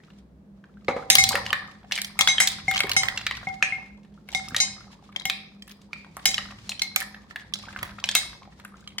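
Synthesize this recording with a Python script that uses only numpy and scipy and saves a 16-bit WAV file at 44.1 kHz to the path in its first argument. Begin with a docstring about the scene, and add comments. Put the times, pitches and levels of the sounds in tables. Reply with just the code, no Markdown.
"""A small, hard kitchen with an appliance humming; a phone's two microphone ports sit close to a ceramic bowl.
Just before one second, steamed mussels slide in from a pot, thud down and set the empty bowl ringing.
Shells clack on shells, tumble in quick streams and knock in the pot, busiest over the next two seconds.
Smaller batches follow until nine seconds, the bowl ringing shorter as it fills.
Between them the heap settles with faint ticks, plops of broth and a wet rustle."""
import sys
import numpy as np
from scipy import signal
from scipy.fft import rfft, irfft
from scipy.io import wavfile
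from scipy.ndimage import uniform_filter1d

SR = 44100
rng = np.random.default_rng(int(sys.argv[2]) if len(sys.argv) > 2 else 0)


def transcribe(signal):
    """Save signal, clipped to [-1, 1], as a 16-bit WAV file at the path in sys.argv[1]."""
    frames = np.atleast_2d(signal).T
    limited = np.clip(frames, -1, 1)
    pcm = np.round(limited * 32767).astype(np.int16)
    wavfile.write(sys.argv[1], SR, pcm)


N = 9 * SR


def undb(db):
    return 10 ** (np.asarray(db) / 20)


def level(x, rms_db):
    return x * undb(rms_db) / np.sqrt(np.mean(x ** 2))


def band(x, lo_hz, hi_hz):
    """Butterworth band-pass."""
    sos = signal.butter(2, [lo_hz, min(hi_hz, .45 * SR)], "bandpass", fs=SR, output="sos")
    return signal.sosfilt(sos, x)


def fade(t, t60):
    """Exponential decay, 60 dB in t60 s."""
    return np.exp(-np.log(1000) * t / t60)


def mode(t, hz, t60):
    """A decaying sine."""
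    return np.sin(2 * np.pi * hz * t) * fade(t, t60)


def place(out, start_s, sound, pan_db=0):
    """Set a sound before the phone; the nearer port hears it louder and a few samples earlier."""
    sound = np.atleast_2d(sound)
    for port, side in enumerate((1, -1)):
        start = int(np.clip(start_s * SR - side * np.clip(pan_db, -4, 4), 0, N - 1))
        piece = sound[port % len(sound), :N - start]
        out[port, start:start + len(piece)] += undb(side * pan_db / 2) * piece


# Spectrum of the kitchen's room tone: frequency_hz, relative_db
ROOM_TONE = [(25, -17), (200, -3.5), (300, -9.5), (550, -16.5), (1200, -30), (2500, -40), (16000, -56)]
# Tones of an appliance in the background: pitch_hz, level_db
APPLIANCE_HUM = [(201.3, -52.5), (161, -61.5), (60, -59.5)]
def kitchen():
    """Air noise, alike at both ports in the bass, and the wavering hum of an appliance."""
    bins_hz = np.fft.rfftfreq(N, 1 / SR) + 1
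    tone_hz, tone_db = np.transpose(ROOM_TONE)
    spectrum = undb(np.interp(np.log(bins_hz), np.log(tone_hz), tone_db))
    mid, side = rfft(rng.standard_normal((2, N))) * spectrum
    side = side * np.clip(bins_hz / 1100, .16, 1)
    out = level(irfft(np.array([mid + side, mid - side]), N), rms_db=-56.5)
    for pitch_hz, level_db in APPLIANCE_HUM:
        mid, side = band(rng.standard_normal((2, N)), pitch_hz - 5, pitch_hz + 5)
        out += level(np.array([mid, mid - .3 * side]), level_db)
    return out


# Reverberation of the kitchen: frequency_hz, t60_s
ROOM_DECAY = [(4000, 0.43), (12000, 0.21)]
def room(near):
    """Hard walls return a short diffuse tail, less alike at the two ports in the higher octaves."""
    t, tail = np.arange(int(.7 * SR)) / SR, 0
    decay_hz, t60_s = np.transpose(ROOM_DECAY)
    common, own = rng.standard_normal(len(t)), rng.standard_normal((2, len(t)))
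    for octave_hz in 125 * 2. ** np.arange(8):
        alike = np.clip(500 / octave_hz, .2, 1)
        noise = alike * common + np.sqrt(1 - alike ** 2) * own
        octave = band(noise, octave_hz / np.sqrt(2), octave_hz * np.sqrt(2))
        tail = tail + octave * fade(t, np.interp(np.log(octave_hz), np.log(decay_hz), t60_s))
    tail *= np.minimum(t / .00029, 1)
    tail = undb(-5.5) * tail / np.sqrt(np.sum(tail ** 2) / 2)
    return signal.fftconvolve(near.mean(0)[None], tail, axes=1)[:, :N]


def clack(pitch_hz, crack_db, t60=.02, contact_s=.0009, samples=1500):
    """One curved shell: a hollow ring, quicker rings of jostled neighbours, a knock and a brief crack."""
    t, hiss = np.arange(samples) / SR, rng.standard_normal(samples)
    crack_db = min(crack_db, 2)
    ring = mode(t, pitch_hz, t60)
    for _ in range(3):
        neighbour_hz = pitch_hz * 2 ** rng.normal(-.2, .4)
        ring += undb(rng.normal(-8, 2)) * mode(t, neighbour_hz, .6 * t60)
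    knock = band(hiss * fade(t, .026), .6 * pitch_hz, 1.9 * pitch_hz)
    body = ring + undb(7 + .3 * crack_db) * knock  # a harder contact knocks more
    body *= np.minimum(t / contact_s, 1)
    body += undb(-3.5) * band(hiss * fade(t, .0099), 700, 1600)  # the hollow heap underneath
    crack = band(hiss * fade(t, .01), 2800, 13000)
    return body / np.abs(body).max() + undb(crack_db) * crack / np.abs(crack).max()


# Loudness of the sliding heap and broth, close to the phone: time_s, level_db
HEAP_SLIDE = [(0, -75), (.2, -63), (.3, -117), (.6, -82), (1.301, -41), (1.748, -64.5), (2.901, -48.5),
              (3.6, -56), (4.1, -76.5), (4.502, -50), (5.03, -66.5), (5.699, -74), (6.399, -52),
              (7.198, -69.5), (7.802, -51.5), (8.751, -64.5), (9, -67.5)]
def heap(grains=420):
    """Faint ticks of settling shells and plops of broth over a patchy wet rustle."""
    out, t = np.zeros((2, N)), np.arange(900) / SR
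    slide_s, slide_db = np.transpose(HEAP_SLIDE)
    for start_s in rng.uniform(0, N / SR, grains):
        pitch, hardness = rng.standard_normal(2)
        if hardness < 0:  # a bubble of broth pops, rising in pitch
            grain = np.sin(2 * np.pi * 1100 * 2 ** (.3 * pitch) * t * (1 + 10 * t)) * fade(t, .03)
        else:
            tick_hz = 1900 * 2 ** (.5 * pitch)
            grain = clack(tick_hz, -22 + 5 * hardness, t60=.008, contact_s=.003, samples=len(t))
        grain_db = np.interp(start_s, slide_s, slide_db) + 13.5 + 4 * min(rng.exponential(), 3)
        place(out, start_s, undb(grain_db) * grain, pan_db=rng.normal(0, 2))
    patches = uniform_filter1d(rng.standard_normal(N), 1500)
    rustle = band(rng.standard_normal((2, N)), 900, 5500) * undb(5 * patches / patches.std())
    rumble = band(rng.standard_normal(N), 22, 140)  # the table shakes under the shifting weight
    slide = undb(np.interp(np.arange(N) / SR, slide_s, slide_db))
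    return out + (level(rustle, 0) + level(rumble, 2.3)) * slide


# Soft, heavy landings in the bowl: start_s, peak_db, pitch_hz
LANDINGS = [(0.885, -8, 528.5), (0.964, -19, 490), (1.344, -20.5, 504), (2.842, -20, 413),
            (4.522, -30.5, 194), (6.288, -30.5, 200), (7.823, -32, 165)]
def thuds():
    """A soft push rings the hollow under the heap."""
    out, t = np.zeros((2, N)), np.arange(SR // 5) / SR
    for start_s, peak_db, pitch_hz in LANDINGS:
        push = band(rng.standard_normal(len(t)) * fade(t, .1), .4 * pitch_hz, 2.4 * pitch_hz)
        hollow = mode(t, pitch_hz, t60=.045) + 1.6 * push
        place(out, start_s, undb(peak_db) * hollow / np.abs(hollow).max())
    return out


# Shells knocking inside the pot, centred between the ports: start_s, level_db, pitch_hz, crack_relative_db
POT_KNOCKS = [(1.5291, -6, 1780, -13.5), (3.6252, -0.5, 2510, -43), (5.298, -9, 2465, -10),
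              (5.931, -19, 2380, -36)]
def pot():
    """A hollow knock that the pot's walls hold as a narrow, grainy ring."""
    out, t = np.zeros((2, N)), np.arange(SR // 2) / SR
    for start_s, level_db, pitch_hz, crack_db in POT_KNOCKS:
        knock = clack(pitch_hz, crack_db, contact_s=.001, samples=len(t))
        walls = band(rng.standard_normal((2, len(t))), .93 * pitch_hz, 1.07 * pitch_hz)
        held = level(walls, -26) * fade(t, .45)
        place(out, start_s, undb(level_db) * (knock + held))
    return out


FILL_S = 2.2  # time constant of the bowl's damping as it fills
# Modes of the ceramic bowl; a slightly uneven rim splits the second in two: pitch_hz
BOWL_MODES_HZ = [770, 2146, 2125, 3861, 5084, 5436, 6120, 6646, 7998, 8640, 10859]
# Strength of the same modes: relative_db
BOWL_MODES_DB = [0, -3, -12, -15, -17, -18, -13, -18, -19, -19, -25]
# Shells hitting the ceramic, close to the phone: start_s, level_db, upper_relative_db, lowest_relative_db
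BOWL_STRIKES = [(0.8854, -32, -8, -0.5), (1.1014, -17.5, 11.5, -13), (1.1832, -5, -1, -22),
                (2.1904, -16.5, -3, -16), (2.2845, -11.5, 1, -20), (2.4039, -10.5, 5, -24),
                (2.6808, -13.5, -9.5, -11), (2.9644, -9.5, 4.5, -17.5), (3.47, -21, -20.5, -7),
                (3.6252, -15, -9.5, -18), (3.7224, -18.5, -28, -19.5), (4.3485, -18.5, -3, -12),
                (4.604, -17.5, 9.5, -20), (5.253, -21.5, -3.5, -11), (6.2555, -17.5, 11.5, -16),
                (6.8175, -22, -8, -25), (6.96, -29, 5.5, -7.5), (8.1519, -16, 4, -35)]
def bowl():
    """Each strike rings the modes, which reach each port at their own phase; resting shells damp them."""
    out, t = np.zeros((2, N)), np.arange(int(.8 * SR)) / SR
    faint_hz = rng.uniform(2300, 9000, (40, 1))  # many faint modes crowd into a short shimmer
    for start_s, level_db, upper_db, lowest_db in BOWL_STRIKES:
        free = .22 + .68 * np.exp(-start_s / FILL_S)  # share of the ring time that the heap leaves
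        phases = rng.uniform(0, 2 * np.pi, (2, len(faint_hz), 1))
        shimmer = np.sin(2 * np.pi * faint_hz * t + phases).sum(1) * fade(t, .3)
        table_thump = mode(t, 165, t60=.05)
        ring = undb(upper_db - 30) * shimmer + undb(lowest_db + .5) * table_thump
        for k, (pitch_hz, mode_db) in enumerate(zip(BOWL_MODES_HZ, BOWL_MODES_DB)):
            if k == 0:  # the lowest mode rings longest
                blow_db, sustain, mute, settle_s = lowest_db, 1.8 * free, .65 * (1 - free), .11
            elif k < 3:  # the split pair
                blow_db, sustain, mute, settle_s = 0, free, .65, .055
            else:  # the upper modes stay clear of the heap
                blow_db, sustain, mute, settle_s = rng.normal(upper_db, 3.5), .65, .65, .055
            t60 = .75 * sustain * (pitch_hz / 1000) ** -.3  # higher modes die sooner
            resting = np.clip(2 * t / settle_s - 1, 0, 1)  # the shell comes to rest on the glaze
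            envelope = fade(t, t60) * (1 - mute * resting)
            port_phase = min(pitch_hz / 2600, 1.2) * rng.normal(1, .52) * np.array([[1], [-1]])
            ring += undb(mode_db + blow_db) * np.sin(2 * np.pi * pitch_hz * t + port_phase) * envelope
        place(out, start_s, undb(level_db) * ring * np.minimum(t / .001, 1))
    return out


def bowl_hum(clatter):
    """Every clack on the heap nudges the bowl's lowest mode, less so as the bowl fills."""
    nudges = clatter.mean(0) * np.exp(-np.arange(N) / SR / FILL_S)
    resonance = signal.iirpeak(BOWL_MODES_HZ[0], Q=300, fs=SR)
    return undb(21) * signal.lfilter(*resonance, nudges)


# Quick streams of shells into the bowl: start_s, length_s, level_db, crack_relative_db, gap_s
SHELL_STREAMS = [(1.208, 0.06, -6, 2, 0.029), (1.908, .085, -22.5, -13.5, 0.0069),
                 (2.741, 0.06, -13.5, -17, 0.011), (4.287, 0.065, -33.5, -11.5, 0.012),
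                 (5.677, .05, -39.5, -1, 0.0042)]
def tumbling_shells(most_shells=14):
    """Shells tumble at nearly even gaps, each with its own pitch and weight."""
    out = np.zeros((2, N))
    for start_s, length_s, level_db, crack_db, gap_s in SHELL_STREAMS:
        delays_s = gap_s * (np.cumsum(2 ** rng.normal(0, .5, most_shells)) - 1)
        for delay_s in delays_s[delays_s < length_s]:
            shell = undb(rng.normal(level_db, 5.46)) * clack(2700 * 2 ** rng.normal(0, .35), crack_db)
            place(out, start_s + delay_s, shell, pan_db=rng.normal(0, 2.2))
    return out


# Shell on shell, right in front of the phone: start_s, level_db, pitch_hz, crack_relative_db
SHELL_CLACKS = [(0.64, -41.5, 1530, -30), (0.882, -13.5, 2150, -44), (1.101, 3.5, 3500, 12.5),
                (1.1529, 4.5, 3240, 2.5), (1.29, -9.5, 4450, 4), (1.354, -8.5, 1850, -7),
                (1.4634, -13, 2910, -26), (1.505, -14, 3020, -52), (2.0167, -18, 3960, 7.5),
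                (2.046, -18, 3190, -3), (2.1905, -6, 2270, -2.5), (2.209, 1, 3350, -15.5),
                (2.274, 0, 3350, -25), (2.382, -7, 3180, -77), (2.4022, -2, 1990, 16.5),
                (2.474, -6, 3630, 7), (2.7122, -10.5, 2140, -5), (2.804, -3, 2210, -10.5),
                (2.8944, -15, 2800, -3), (2.916, -7, 2890, -7), (2.9651, -11, 2130, -18),
                (3.033, -9, 2100, -12), (3.0843, -8, 1960, -11.5), (3.1747, -14, 2740, -13),
                (3.266, -9, 2320, -6.5), (3.31, -12.5, 1970, -18), (4.3477, -8.5, 3620, -36),
                (4.485, -21, 5330, -24), (4.546, -11.5, 1850, -15), (4.5641, -6.5, 3850, -10),
                (4.602, -4.5, 4060, -36), (5.1615, -11, 3226, -45), (5.254, -14.5, 2900, 2.5),
                (5.622, -30, 3180, -16), (6.168, -25, 1100, -2), (6.2554, -3.5, 2910, 5),
                (6.343, -10, 3300, -26), (6.38, -11.5, 2950, -24), (6.693, -14, 4170, -15),
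                (6.718, -19.5, 2580, -55.5), (6.794, -19, 3100, -16), (6.8185, -6.5, 4110, -28),
                (6.961, -3.5, 2320, 12), (7.0074, -26, 1800, -5), (7.0184, -19, 1780, -25),
                (7.1451, -29.5, 1750, -22), (7.3092, -31, 1780, -12), (7.3592, -19, 1700, -14),
                (7.5372, -9, 3330, -21), (7.762, -20, 1535, -24), (7.8293, -16.5, 1855, -3.5),
                (8.0399, -9.5, 2980, -20), (8.089, -7, 3270, -18), (8.1516, -2.5, 2610, 6.5),
                (8.6493, -29, 1470, 0), (8.875, -25.5, 3140, -25), (8.983, -14.5, 3060, -9.5)]
def clacking_shells(bounces=3):
    """A shell lands on others with a clear clack and rattles on in a few weaker bounces."""
    out = np.zeros((2, N))
    for start_s, level_db, pitch_hz, crack_db in SHELL_CLACKS:
        pan_db = rng.normal(0, 2.5)
        place(out, start_s, undb(level_db) * clack(pitch_hz, crack_db), pan_db)
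        delays_s = np.cumsum(.0028 + rng.exponential(.013, bounces))
        for k, delay_s in enumerate(delays_s, start=1):
            bounce = clack(pitch_hz * 2 ** rng.normal(0, .3), crack_db, t60=.014)
            bounce_db = rng.normal(level_db - 12 - 3.5 * k, 3)
            place(out, start_s + delay_s, undb(bounce_db) * bounce, pan_db)
    return out


def scene():
    """Mussels, pot and bowl close up, with the kitchen behind them."""
    clatter = clacking_shells() + tumbling_shells()
    near = heap() + thuds() + pot() + bowl() + bowl_hum(clatter) + clatter
    return kitchen() + room(near) + near


def record(dry):
    """The phone's microphones drop the deepest bass, round the loudest peaks and cut the top."""
    low_cut = signal.butter(2, 45, "highpass", fs=SR, output="sos")
    top_cut = signal.ellip(10, .2, 95, 16700, fs=SR, output="sos")
    rounded = .85 * np.tanh(signal.sosfilt(low_cut, dry) / .85)
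    return signal.sosfilt(top_cut, rounded)


dry = scene()
out = record(dry)
transcribe(out)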